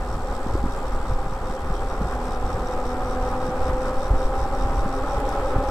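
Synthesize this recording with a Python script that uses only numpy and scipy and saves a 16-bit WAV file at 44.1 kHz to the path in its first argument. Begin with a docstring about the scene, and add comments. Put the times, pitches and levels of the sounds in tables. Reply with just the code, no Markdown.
"""On a street, an electric bicycle coasts, then gathers speed, heard from the rider's chest.
The hub motor hums with the throttle, and its harmonics swell as they climb through frame resonances.
The tyres sing on the asphalt, and a slotted brake disc brushes its pads on every turn.
Turbulent air rumbles, gusts and buffets at the microphone.
Near the end the motor fades back and worn asphalt crunches and ticks."""
import sys
import numpy as np
from scipy import signal
from scipy.fft import rfft, irfft
from scipy.io import wavfile
from scipy.ndimage import uniform_filter1d

SR = 44100
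rng = np.random.default_rng(int(sys.argv[2]) if len(sys.argv) > 2 else 0)


def digitize_waveform(pressure):
    """Quantize a signal to 16-bit integers and store it at the path in sys.argv[1].

    Rows of a 2-D input are taken as channels; values are limited to [-1, 1].
    """
    field = np.atleast_2d(pressure).T
    bounded = np.clip(field, -1, 1)
    quanta = np.round(bounded * 32767).astype(np.int16)
    wavfile.write(sys.argv[1], SR, quanta)


N = 251370
TIME = np.arange(N) / SR
FREQ = np.arange(N // 2 + 1) * SR / N

# Motor pitch, proportional to road speed. Each row: time in seconds, fundamental in Hz.
HUM_PITCH = [(0, 245.3), (1.6, 239), (2.1, 244.6), (3.5, 254.4), (4.5, 262.7), (5, 266.3), (5.7, 267.5)]
# Throttle. Each row: time in seconds, level of the fundamental in dB.
HUM_LEVEL = [(0, -45.5), (.5, -47), (.9, -56), (1.6, -50.5), (1.9, -54), (2.03, -41.5), (2.7, -41.3),
             (3.25, -38), (4.05, -43), (4.92, -40.3), (5.17, -50), (5.7, -50)]
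# Motor harmonics. Each row: multiple of the fundamental, relative level in dB, flutter in dB.
HUM_HARMONICS = [(1, 0, 1.3), (2, -8.3, .4), (3, -2.6, 1.8), (4, -13, 1.5), (5, -12, 1.5)]
# Frame resonances. Each row: frequency in Hz, width in Hz, boost in dB.
FRAME_MODES = [(498, 3.5, 11), (505.5, 8, 10.5), (514, 9, 19.3), (521, 3.5, 15), (735, 7, 4.5),
               (743, 5, 2.5), (753, 8, 4), (766, 9, 4), (785, 10, 9), (795, 8, 8.5)]
# Bands of the tread. Each row: frequency at mean speed in Hz, width in Hz, relative level in dB,
# exponent of speed (1 follows the speed, 0 stays on a tyre resonance).
TYRE_BANDS = [(258.1, 24, -7.5, 1), (413.9, 69, -5.5, 0.012), (517, 22, -2.5, 0.03), (545.8, 45, -1.5, .6),
              (791, 52, -6, .3), (812.7, 67, -0.5, 0.0048), (1011, 67, -11.5, 0.3), (1250, 48, -8.5, 0.4)]
# Brief tyre tones. Each row: centre in seconds, length in seconds, pitch in Hz, level in dB.
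TYRE_DRONES = [(.38, .14, 820, -43), (1.55, .1, 517, -38), (1.84, .12, 565, -41), (1.88, .1, 790, -39),
               (2.25, .08, 515, -39), (2.75, .12, 518, -39), (4.58, .12, 538, -39), (5.26, .08, 515, -37),
               (5.4, .12, 786, -37.5), (5.62, .14, 829, -36.5), (5.62, .2, 268, -41), (5.68, .1, 535, -35)]
# Rolling effort. Each row: time in seconds, relative level in dB.
ROLLING_EFFORT = [(0, -2.5), (.8, -1), (1.3, -2.5), (2, -0.5), (3.2, 0.47), (4.2, 0.8), (4.8, 0.6),
                  (5.4, 1.8), (5.7, 1.5)]
# Rolling noise. Each row: frequency in Hz, relative spectral level in dB.
ROAR_SPECTRUM = [(90, 3), (180, -3), (300, 0), (450, 0.5), (670, -2), (950, -0.5), (1300, -2), (1550, -8),
                 (2000, -14.3), (2800, -22.5), (5000, -36), (9000, -37.5), (16000, -43.5)]
# Wind noise. Each row: frequency in Hz, relative spectral level in dB.
WIND_SPECTRUM = [(8, 8), (20, 5), (42, 2.5), (65, -3.5), (100, -13), (160, -20.5), (300, -30.5), (700, -59),
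                 (3000, -95)]
# Gusts. Each row: peak time in seconds, rise over the steady wind in dB, release in seconds.
WIND_GUSTS = [(.13, 3, 0.034), (.46, 3, .04), (.56, 4, .04), (.63, 9, 0.04), (.74, 3, 0.04),
              (.95, 7.5, .08), (1.14, 9.5, 0.055), (1.69, 6, 0.098), (2.44, 4, 0.032), (2.84, 6, 0.021),
              (3.21, 3, .06), (3.62, 4, .04), (3.72, 6, 0.028), (3.97, 6, .04), (4.11, 8, 0.12),
              (4.26, 4, 0.065), (4.38, 4, .04), (4.65, 7, 0.065), (4.82, 6, 0.045), (5.55, 5.5, 0.052)]
# Eddies that hit the microphone. Each row: centre in seconds, level in dB, pitch in Hz.
EDDIES = [(0.467, -18, 215), (0.544, -18, 81), (.554, -12.5, 318), (0.641, -16.5, 252), (.661, -16.5, 234),
          (1.121, -18, 97), (1.268, -26, 140), (1.324, -22, 138), (1.502, -23.5, 160), (1.706, -19, 150),
          (2.017, -15.5, 195), (2.288, -23.5, 176), (2.445, -21, 70), (3.491, -20, 168), (4.112, -11, 72),
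          (4.139, -20, 180), (4.66, -22, 85), (4.82, -22, 89.5), (4.862, -17, 205), (5.565, -16.5, 101),
          (5.585, -20, 210)]
# Pad friction. Each row: frequency in Hz, relative spectral level in dB.
FRICTION_SPECTRUM = [(1500, 0.5), (2800, -16), (3200, 0), (4400, -1.5), (5400, -2), (6200, -6.5),
                     (7000, -6), (7450, 2), (8600, -4), (9500, -11.5), (12500, -14), (15700, -31)]
# Disc resonances. Each row: frequency in Hz, width in Hz, left gain in dB, right gain in dB,
# share from 0 to 1 that the warp swells.
DISC_MODES = [(3200, 100, 3.5, 4.5, 0), (3743, 200, 8, 3, 0.91), (4480, 150, 4, 4.5, 0),
              (4950, 85, 4, 6, 0.8), (5240, 66, 1, 4, 0.7), (5360, 76, 6, 9, 0.6), (5775, 290, 11.5, 3, 1),
              (6300, 60, 4, 1, .6), (8100, 55, 5, 0, 0), (8820, 710, 5.5, -0.5, 0.45),
              (12700, 300, -4, 3, 0.2), (14500, 2200, 6, 12.5, 0.2)]
# Pressure of the warped disc on the pads. 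Each row: fraction of a turn, relative level in dB.
DISC_WARP = [(0, -6.5), (.14, -3), (.24, -3.5), (.46, 3), (.53, 1), (.7, 4), (.79, 1.8), (.93, -6.5)]
# Pad contact. Each row: time in seconds, level of the disc's ringing in dB.
RING_LEVEL = [(0, -57), (1.3, -57.5), (2.3, -54.5), (4.7, -53), (5.7, -56.5)]
# A pad catches the disc. Each row: centre in seconds, length in seconds, level in dB.
PAD_CATCHES = [(1.585, .05, -57), (1.772, .06, -55), (2.15, .04, -58), (3.52, .04, -57)]
# Worn asphalt. Each row: frequency in Hz, relative spectral level in dB.
CRUNCH_SPECTRUM = [(1200, -20), (2500, 0), (2900, -12), (3150, 1), (3550, -2), (4200, -11), (8000, -22),
                   (15000, -35)]
# Grit hitting the frame. Each row: start in seconds, level in dB.
GRIT_HITS = [(5.2015, -40.5), (5.2912, -40)]
# Tick of the grit. Each row: frequency in Hz, relative spectral level in dB.
GRIT_SPECTRUM = [(1500, -8), (3000, 2), (6000, 3), (9000, 0), (15000, -5), (17000, -20)]
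# Two microphone ports. Each row: frequency in Hz, side minus mid in dB, left phase lead in radians.
MIC_PORTS = [(60, -65, 0), (200, -58, 0), (380, -24, 0), (700, -14, 0), (1300, -9.5, 0.36), (2125, -4, 2.5),
             (2590, -1, 6.5), (4400, -2, 5.5), (8000, -2.5, 6.5), (15000, 0.5, 6.5)]


def hub_motor(hum_hz, wobble_rad=0.06, wobble_rad_per_db=0.07):
    """Forced vibration: the motor's harmonics follow the throttle and swell at frame resonances."""
    throttle_db = curve(HUM_LEVEL)
    cycles = np.cumsum(hum_hz) / SR
    hum = 0
    for multiple, db, flutter_db in HUM_HARMONICS:
        boost = 1 + sum((undb(boost_db) - 1) * resonance(multiple * hum_hz, hz, width)
                        for hz, width, boost_db in FRAME_MODES)
        gain = boost * undb(throttle_db + db + flutter_db * walk(16))
        waver = (wobble_rad + wobble_rad_per_db * flutter_db) * walk(26)
        hum += np.sqrt(2) * gain * np.sin(2 * np.pi * multiple * cycles + waver)
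    return hum


def tyre_tread(speed, level_db, swell_from_s=4.7, swell_db_per_s=5):
    """Impact excitation: unevenly spaced tread blocks slap the road and ring the tyre in narrow bands."""
    song = 0
    for hz, width_hz, db, exponent in TYRE_BANDS:
        spread = 1 / (1 + (FREQ / (0.59 * width_hz)) ** 3)
        phase = 2 * np.pi * np.cumsum(hz * speed ** exponent) / SR
        song += undb(db) * (noise(spread) * np.cos(phase) + noise(spread) * np.sin(phase))
    swell_db = swell_db_per_s * np.maximum(TIME - swell_from_s, 0)
    return unit(song) * undb(level_db + swell_db)


def tyre_drones(waver_rad=0.32):
    """Forced vibration: a patch of asphalt makes the tyre sing one pitch for a moment."""
    tones = 0
    for s, length_s, hz, db in TYRE_DRONES:
        phase = 2 * np.pi * hz * TIME + waver_rad * walk(25)
        tones += undb(db) * swell(s, length_s) * np.sin(phase)
    return np.sqrt(2) * tones


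def road_roar(db, grain_db=0.95):
    """Roughness excitation: rubber rolling on coarse asphalt radiates broadband noise."""
    return wide_noise(colour(ROAR_SPECTRUM)) * undb(db + grain_db * walk(22))


def wind_level(speed, steady_db=-27, exponent=2.6, attack_s=0.025, unrest_db=1.5):
    """A power law of speed sets the head wind's level in dB; gusts rise and decay exponentially."""
    gusts = sum((undb(db) - 1) * np.exp(-np.maximum((s - TIME) / attack_s, (TIME - s) / release_s))
                for s, db, release_s in WIND_GUSTS)
    return steady_db + 20 * np.log10(speed ** exponent * (1 + gusts)) + unrest_db * walk(17)


def wind_rumble(db, turbulence_db=3.3, steadiness=0.98, flurry_follow=0.7, flurry_db=-1):
    """Turbulence at the microphone: large eddies rumble with the gusts, small ones come in flurries."""
    rumble = noise(colour(WIND_SPECTRUM))
    # the largest eddies keep a fairly even strength between gusts
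    power = uniform_filter1d(uniform_filter1d(rumble ** 2, size=SR // 14), size=SR // 20)
    rumble = unit(rumble / power ** (steadiness / 2))
    large = irfft(rfft(rumble) / (1 + (FREQ / 75) ** 4), N)
    small_db = db.mean() + flurry_follow * (db - db.mean()) + turbulence_db * walk(10.4) + flurry_db
    return large * undb(db) + (rumble - large) * undb(small_db)


def wind_buffets(width_cycles=0.41, push_db=-4, push_s=0.0044):
    """Pressure transients: each eddy gives the microphone a slow push and a flap of a cycle or two."""
    pressure = np.zeros(N)
    for s, db, hz in EDDIES:
        phase, polarity = rng.uniform(-np.pi, np.pi, 2)
        near = np.abs(TIME - s) < .06
        t = TIME[near] - s
        flap = np.exp(-(t * hz / width_cycles) ** 2 / 2) * np.cos(2 * np.pi * hz * t + phase)
        push = np.sign(polarity) * t / push_s * np.exp(-(t / push_s) ** 2 / 2)
        pressure[near] += undb(db) * (flap + undb(push_db) * push)
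    return pressure


def slot_friction(turns, slots_per_turn=15, rise=0.11, decay=0.37, drag=0.26, scatter_db=1.04):
    """Sliding friction: noise pulses as each slot of the disc passes the pads, over a steady drag."""
    slots = turns * slots_per_turn + 0.295
    force = undb(scatter_db * rng.standard_normal(1024))[slots.astype(int) % 1024]
    since_edge = slots % 1  # in slot spacings, as are rise and decay
    scrapes = force * np.exp(-since_edge / decay) + np.exp((since_edge - 1) / rise) + drag
    return wide_noise(np.ones(len(FREQ))) * scrapes * undb(0.9 * walk(900) + 0.9 * walk(23))


def brake_disc(turns, ring_db, hiss_db, play_turns=0.042, flicker_db=1.3):
    """Modal resonance: friction rings the disc, and its warp modulates the ringing once a turn."""
    friction = slot_friction(turns)
    modes_db, shares = 0, []
    for hz, width, left_db, right_db, share in DISC_MODES:
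        modes_db += np.array([[left_db], [right_db]]) * resonance(FREQ, hz, width)
        shares.append(share * resonance(FREQ, hz, 1.26 * width))
    total = sum(shares)
    rub = rfft(friction) * colour(FRICTION_SPECTRUM) * undb(modes_db)
    pressure = undb(np.interp(turns + play_turns * walk(8.1), *np.transpose(DISC_WARP), period=1))
    # the pads shift, so each mode speaks with its own changing strength
    rings = sum(irfft(rub * share / np.maximum(total, 1), N) * undb(flicker_db * walk(30))
                for share in shares)
    hiss = irfft(rub * np.maximum(1 - total, 0), N)
    return unit(pressure * rings) * undb(ring_db) + unit(hiss) * undb(hiss_db)


def pad_chafes(hz=3190, width_hz=300, drag=0.26):
    """Frictional excitation: a pad catches the disc and rasps on its lowest mode."""
    band = wide_noise(resonance(FREQ, hz, width_hz))
    catches = sum(undb(db) * swell(s, length_s) for s, length_s, db in PAD_CATCHES)
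    return band * (drag + np.abs(walk(90))) * catches


def asphalt_crunch(start_s=4.95, rise_s=.15, db=-54.5, grain_db=3.5):
    """Random impacts: loose grains on worn asphalt crackle under the tyres as fluctuating noise."""
    grains = unit(wide_noise(colour(CRUNCH_SPECTRUM)) * undb(grain_db * walk(160)))
    return grains * undb(db) * np.clip((TIME - start_s) / rise_s, 0, 1)


def grit_ticks(tick_s=.003, rattle_s=.011, rattle_db=-13):
    """Damped impacts: grit flicked against the frame gives a bright tick and a short rattle."""
    blows = sum(undb(db) * (strike(s, tick_s) + undb(rattle_db) * strike(s, rattle_s))
                for s, db in GRIT_HITS)
    return blows * wide_noise(colour(GRIT_SPECTRUM))


def undb(db):
    """Amplitude ratio of a level in decibels."""
    return 10 ** (np.asarray(db) / 20)


def unit(x):
    """Normalisation to rms 1."""
    return x / np.sqrt(np.mean(x ** 2))


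def curve(points):
    """Linear interpolation of (seconds, value) points at every sample."""
    return np.interp(TIME, *np.transpose(points))


def colour(points):
    """Spectral gain from (Hz, dB) points, interpolated in log frequency."""
    hz, db = np.transpose(points)
    return undb(np.interp(np.log(FREQ + 1e-3), np.log(hz), db))


def resonance(hz, centre_hz, width_hz):
    """Lorentzian peak of height 1, with the given full width at half height."""
    return 1 / (1 + (2 * (hz - centre_hz) / width_hz) ** 2)


def noise(gain):
    """Gaussian noise of rms 1, shaped by a spectral gain."""
    return unit(irfft(rfft(rng.standard_normal(N)) * gain, N))


def wide_noise(gain):
    """Partial coherence: noise at two close ports is alike in the bass, less so in the treble."""
    hz, side_db, lead = np.transpose(MIC_PORTS)
    side_share = colour(np.column_stack([hz, side_db]))
    shift = np.exp(1j * np.interp(FREQ, hz, lead))
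    mid, side = rfft(rng.standard_normal((2, N))) * gain / np.hypot(1, side_share)
    left, right = (mid + side * side_share) * shift, mid - side * side_share
    return unit(irfft(np.array([left, right]), N))


def walk(rate_hz):
    """Smooth random fluctuation of rms 1, low-passed at the given rate."""
    return noise(1 / (1 + (FREQ / rate_hz) ** 4))


def strike(s, decay_s):
    """Exponential decay from a sudden onset."""
    return (TIME >= s) * np.exp(-np.abs(TIME - s) / decay_s)


def swell(s, length_s):
    """Gaussian rise and fall around a moment."""
    return np.exp(-2 * ((TIME - s) / length_s) ** 2)


def scene(hum_cycles_per_turn=48.3):
    """Superposition: one road speed drives motor, tread, disc and wind, and their pressures add."""
    hum_hz = curve(HUM_PITCH)
    speed = hum_hz / hum_hz.mean()
    turns = np.cumsum(hum_hz) / SR / hum_cycles_per_turn
    effort_db = curve(ROLLING_EFFORT)
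    scrape_db = 2 * np.exp(-((TIME - 0.55) / 0.35) ** 2)  # the pads scrape harder for a moment
    hiss_db = -51.5 + 0.24 * effort_db + scrape_db
    centre = hub_motor(hum_hz) + tyre_drones() + wind_rumble(wind_level(speed)) + wind_buffets()
    tyres = tyre_tread(speed, -34 + 1.07 * effort_db) + road_roar(-31.5 + 1.04 * effort_db)
    brake = brake_disc(turns, curve(RING_LEVEL), hiss_db) + pad_chafes()
    return centre + tyres + brake + asphalt_crunch() + grit_ticks()


def record(dry):
    """Band limiting: an elliptic low-pass filter cuts the top of the treble steeply."""
    return signal.sosfilt(signal.ellip(12, .2, 80, 15750, fs=SR, output="sos"), dry)


dry = scene()
out = record(dry)
digitize_waveform(out)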